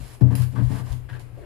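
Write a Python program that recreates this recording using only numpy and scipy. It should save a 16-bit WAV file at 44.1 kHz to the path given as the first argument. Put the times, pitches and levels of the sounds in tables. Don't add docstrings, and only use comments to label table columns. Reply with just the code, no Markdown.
import sys
import numpy as np
from scipy import signal
from scipy.fft import rfft, irfft, next_fast_len
from scipy.io import wavfile

SR = 44100
rng = np.random.default_rng(int(sys.argv[2]) if len(sys.argv) > 2 else 0)


def materialize(psi):
    bounded = np.clip(np.atleast_2d(psi).T, -1, 1)
    quanta = np.round(bounded * 32767).astype(np.int16)
    wavfile.write(sys.argv[1], SR, quanta)


N = 63945


def amp(db):
    return 10 ** (np.asarray(db) / 20)


def unit(x):
    return x / np.sqrt(np.mean(x ** 2) + 1e-20)


def along(points, hz):
    f, value = np.transpose(points)
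    return np.interp(np.log(hz + 1), np.log(f + 1), value)


def since(start):
    return np.maximum(np.arange(N) / SR - start, 0)


def filtered(x, response):
    size = next_fast_len(N + SR // 2)
    spectrum = rfft(x, size) * response(np.fft.rfftfreq(size, 1 / SR))
    return irfft(spectrum, size)[..., :N]


def coloured(x, spectrum):
    return unit(filtered(x, lambda hz: amp(along(spectrum, hz))))


def ringing(x, modes):
    def response(f):
        total = 0
        for k, (centre, width, db) in enumerate(modes):
            band = 1j * f * width / (centre ** 2 - f ** 2 + 1j * f * width)
            total = total + (-1) ** k * amp(db) * band
        return total
    return unit(filtered(x, response))


ALIKE = 0.29


def noise():
    common = rng.standard_normal(N)
    separate = rng.standard_normal((2, N))
    return np.sqrt(ALIKE) * common + np.sqrt(1 - ALIKE) * separate


def pan(db):
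    return amp([[db], [-db]])


def left_heavy(right_db):
    return amp([[0], [right_db]])


RELEASE_S = 0.014


def strokes(rows):
    total = np.zeros(N)
    for start, length, rise, db in rows:
        onset = np.minimum(since(start) / max(rise, 1e-3), 1)
        release = np.exp(-since(start + length) / RELEASE_S)
        total += amp(db) * onset * release
    return total


GRAINS_PER_S, GRAIN_SPREAD_DB = 2500, 3.5
GRAIN_SHARE = 0.39


def friction(spectrum):
    happens = rng.random(N) < GRAINS_PER_S / SR
    size = amp(GRAIN_SPREAD_DB * np.minimum(rng.exponential(size=N), 4))
    slips = unit(happens * size * np.sign(rng.standard_normal(N)))
    bed = rng.standard_normal((2, N))
    return coloured(np.sqrt(GRAIN_SHARE) * slips + np.sqrt(1 - GRAIN_SHARE) * bed, spectrum)


# f/Hz, t60/s
ROOM_DECAY = [(150, .4), (1000, 0.41), (5000, 0.28), (14000, 0.37)]


def room(x, wet_db):
    hz, t, cells = signal.stft(rng.standard_normal((2, SR // 2)), SR, nperseg=256)
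    decay = amp(-60 * t / along(ROOM_DECAY, hz)[:, None])
    tail = signal.istft(cells * decay, SR, nperseg=256)[1]
    wet = signal.fftconvolve(x, tail / np.linalg.norm(tail[0]), axes=1)[:, :N]
    return (x + amp(wet_db) * wet) / np.hypot(1, amp(wet_db))


# t/s, boom level/dB, swell/s, upper modes level/dB, knock level/dB, knock rise/s
BUMPS_ON_DESK = [(0.002, -32.5, 0.0027, -15, -40.5, 0.0017), (0.058, -34.5, 0.044, -23, -57, 0.026),
                 (0.2104, -3.5, .014, 1, -19.5, 0.0028), (0.302, -12.5, 0.017, 7, -25.5, 0.01),
                 (0.382, -9.5, 0.016, -10.5, -31.5, 0.0135), (0.518, -16.5, 0.045, 5.5, -34, 0.025),
                 (0.5676, -13.5, 0.014, 10, -28, 0.018), (0.6178, -11, 0.0069, -30, -36, 0.0066),
                 (0.695, -17, 0.013, 9, -29.5, 0.01), (0.79, -19.5, 0.026, -1, -35, .01),
                 (0.904, -19, 0.024, -6.5, -47, 0.018), (1.097, -22.5, 0.026, -16, -52, 0.022),
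                 (1.214, -31.5, 0.012, -8, -65, .02), (1.322, -32.5, 0.0081, -19, -89.5, 0.0095)]
# f/Hz, relative level/dB, t60/s
DESK_MODES = [(89.1, -7.5, 0.59), (123.02, 4, 0.44), (188.3, -14, 0.292), (210, -21.5, 0.47),
              (268.7, -15.5, 0.42), (286.7, -16.5, 0.19), (322, -28.5, 0.2), (446.4, -27.5, 0.31),
              (507.3, -31, 0.19), (606, -32.5, .25), (684.5, -43, 0.55), (794, -45, 0.27),
              (880, -37.5, 0.27)]
# f/Hz, relative level per Hz/dB
KNOCK_COLOUR = [(60, -28.5), (160, 4.5), (330, -2.5), (400, -12.5), (620, -11), (1150, -32.5), (1800, -42),
                (3000, -65), (8000, -67)]
DAMP_S = 0.017
KNOCK_T60 = 0.3
DESK_RIGHT_DB, KNOCK_RIGHT_DB = -25.5, -5.5


def desk():
    boom, knock_envelope = np.zeros(N), np.zeros(N)
    ends = [row[0] for row in BUMPS_ON_DESK[1:]] + [N / SR]
    for (start, db, swell, upper_db, knock_db, knock_rise), end in zip(BUMPS_ON_DESK, ends):
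        t = since(start)
        held = np.exp(-(since(end) / DAMP_S) ** 2)
        for k, (hz, mode_db, t60) in enumerate(DESK_MODES):
            rise, gain = (swell, 1) if k < 2 else (knock_rise, amp(upper_db))
            onset = 1 - np.exp(-(t / rise) ** 2)
            decay = amp(db + mode_db - 60 * t / t60)
            boom += gain * held * decay * onset * np.sin(2 * np.pi * hz * t)
        knock_onset = 1 - np.exp(-(t / knock_rise) ** 2)
        knock_envelope += held * knock_onset * amp(knock_db - 60 * t / KNOCK_T60)
    knocks = knock_envelope * coloured(noise(), KNOCK_COLOUR)
    return boom * left_heavy(DESK_RIGHT_DB) + knocks * left_heavy(KNOCK_RIGHT_DB)


# t/s, level/dB
DESK_SHOVES = [(0.0, -28), (0.085, -39.5), (0.232, -27), (0.65, -17), (0.726, -28), (0.897, -17.5),
               (1.028, -30), (1.399, -35)]
ROCK_HZ, ROCK_SWELL_S, ROCK_RIGHT_DB = 55.2, 0.018, -39
ROCK_TAIL_DB, ROCK_T60 = -31, 1


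def rocking():
    out = np.zeros((2, N))
    for start, db in DESK_SHOVES:
        t = since(start)
        u = t / ROCK_SWELL_S
        sway = (u * np.exp(1 - u)) ** 2 * left_heavy(ROCK_RIGHT_DB)
        hum = amp(ROCK_TAIL_DB - 60 * t / ROCK_T60) * (1 - np.exp(-u ** 2))
        out += amp(db) * (sway + hum) * np.sin(2 * np.pi * ROCK_HZ * t)
    return out


# f/Hz, relative level per Hz/dB
RUB_COLOUR = [(150, -43.5), (450, 2.5), (900, 5.5), (1040, 3.5), (1160, 3.5), (1330, -8.5), (1600, -1),
              (2200, -10.5), (3500, -15.5), (6000, -28.5), (14000, -35)]
# t/s, length/s, rise/s, level/dB
EDGE_DRAGS = [(0.31, 0.024, 0.023, -46), (0.39, 0.051, 0.011, -47), (0.556, 0.0067, 0.011, -35),
              (0.58, 0.03, 0.0078, -43), (0.735, 0.083, 0.022, -45.5)]
# f/Hz, width/Hz, relative level/dB
EDGE_MODES = [(895, 50, -6), (1160, 50, 0), (1260, 110, -3), (1520, 170, -2), (1820, 100, -6)]
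EDGE_RIGHT_DB = -28


def edge():
    return strokes(EDGE_DRAGS) * ringing(friction(RUB_COLOUR), EDGE_MODES) * left_heavy(EDGE_RIGHT_DB)


# t/s, length/s, rise/s, rub level/dB, hiss level/dB
PAPER_SLIDES = [(0.0, .15, 0.0017, -53.5, -49.5), (0.207, 0.0081, .003, -39.5, -51.5),
                (0.265, 0.013, 0.022, -42, -54), (0.297, 0.043, 0.017, -40.5, -52),
                (0.358, 0.077, 0.02, -47, -43.5), (0.492, 0.043, 0.054, -51.5, -52.5),
                (0.547, 0.059, 0.013, -40, -55), (0.608, 0.076, 0.024, -51, -52.5),
                (0.684, .12, 0.033, -41.5, -46), (0.832, 0.099, .035, -47.5, -50),
                (1.087, 0.082, 0.0063, -51, -58), (1.198, 0.017, 0.0025, -53.5, -52.5),
                (1.337, 0.087, 0.045, -56.5, -63.5)]


def rubbing():
    rows = [(*move, rub_db) for *move, rub_db, _ in PAPER_SLIDES]
    return strokes(rows) * friction(RUB_COLOUR)


# f/Hz, width/Hz, relative level/dB
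PORT_MODES = [(10090, 190, -2), (10530, 33, 4), (12020, 440, -9)]


def port_ringing():
    return ringing(noise(), PORT_MODES)


# f/Hz, relative level per Hz/dB
HISS_COLOUR = [(300, -12), (1500, 4.5), (3000, 5.5), (5000, -1.5), (8000, 4), (11000, 2), (13000, -3.5),
               (14800, -7)]
PORT_IN_HISS_DB = -12


def hissing():
    rows = [(*move, hiss_db) for *move, _, hiss_db in PAPER_SLIDES]
    return strokes(rows) * (friction(HISS_COLOUR) + amp(PORT_IN_HISS_DB) * port_ringing())


# t/s, length/s, rise/s, level/dB
FINGER_SCRAPES = [(1.086, .02, 0.0043, -44), (1.125, .04, 0.0076, -46), (1.412, .04, 0.0045, -55)]
# f/Hz, relative level per Hz/dB
SCRAPE_COLOUR = [(400, 0), (900, -2.5), (1300, -3), (1600, 10.5), (2000, -1.5), (2900, -5), (4200, -13),
                 (6000, -27), (14000, -34)]


def scrapes():
    return strokes(FINGER_SCRAPES) * friction(SCRAPE_COLOUR)


# t/s, length/s, rise/s, level/dB
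HAND_SCUFFS = [(1.127, 0.067, 0.019, -49), (1.369, .1, 0.0082, -43.5)]
# f/Hz, relative level per Hz/dB
SCUFF_COLOUR = [(150, -28), (370, 5), (650, -1), (900, -17), (2500, -61)]


def scuffs():
    return strokes(HAND_SCUFFS) * friction(SCUFF_COLOUR)


RUB_PAN_DB, HISS_PAN_DB = -1, -3.9
PAPER_WET_DB, SNAP_WET_DB = -4.5, 2


def paper():
    dull = (rubbing() + scuffs()) * pan(RUB_PAN_DB)
    return room(dull + scrapes() + hissing() * pan(HISS_PAN_DB), PAPER_WET_DB)


# t/s, crack level/dB, port ringing relative to the crack/dB
SHEET_SNAPS = [(0.0798, -45, 4), (0.1351, -52, 12), (0.3533, -24, 3), (0.3577, -36, -8.5), (0.36, -47, -5),
               (0.374, -51, 2.5), (0.4209, -28.5, -24), (0.428, -52, -8.5), (0.922, -34, -10),
               (0.928, -34, -16), (1.196, -38, -26)]
SNAP_T60 = 0.014


def snaps():
    out = np.zeros((2, N))
    for start, db, port_db in SHEET_SNAPS:
        t = since(start)
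        envelope = (t > 0) * amp(db - 60 * t / SNAP_T60)
        out += envelope * (coloured(noise(), HISS_COLOUR) + amp(port_db) * port_ringing())
    return room(out * pan(HISS_PAN_DB), SNAP_WET_DB)


# f/Hz, relative level per Hz/dB
FLOOR_COLOUR = [(20, 1.5), (52, 5), (80, -2), (125, 1), (165, -15), (300, -10), (700, -20.5), (1800, -28.5),
                (2700, -29.5), (3500, -37.5), (6000, -44.5), (12000, -36.5), (15000, -61)]
FLOOR_DB = -43


def room_tone():
    return amp(FLOOR_DB) * coloured(noise(), FLOOR_COLOUR)


def scene():
    return desk() + rocking() + edge() + paper() + snaps() + room_tone()


# f/Hz, level/dB
RIGHT_PORT_COLOUR = [(3500, -6), (5200, 1.5), (6000, -14.5), (7000, -2.5), (8000, -17), (9300, -7.5),
                     (10500, -6.5), (11500, -4.5), (14500, -8.5)]
PORT_LAG_S = 0.00003
TOP_HZ = 14800


def record(dry):
    def right_response(hz):
        lead = np.exp(2j * np.pi * hz * PORT_LAG_S)
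        return amp(along(RIGHT_PORT_COLOUR, hz)) * lead
    right = filtered(dry[1], right_response)
    return filtered(np.array([dry[0], right]), lambda hz: hz < TOP_HZ)


dry = scene()
out = record(dry)
materialize(out)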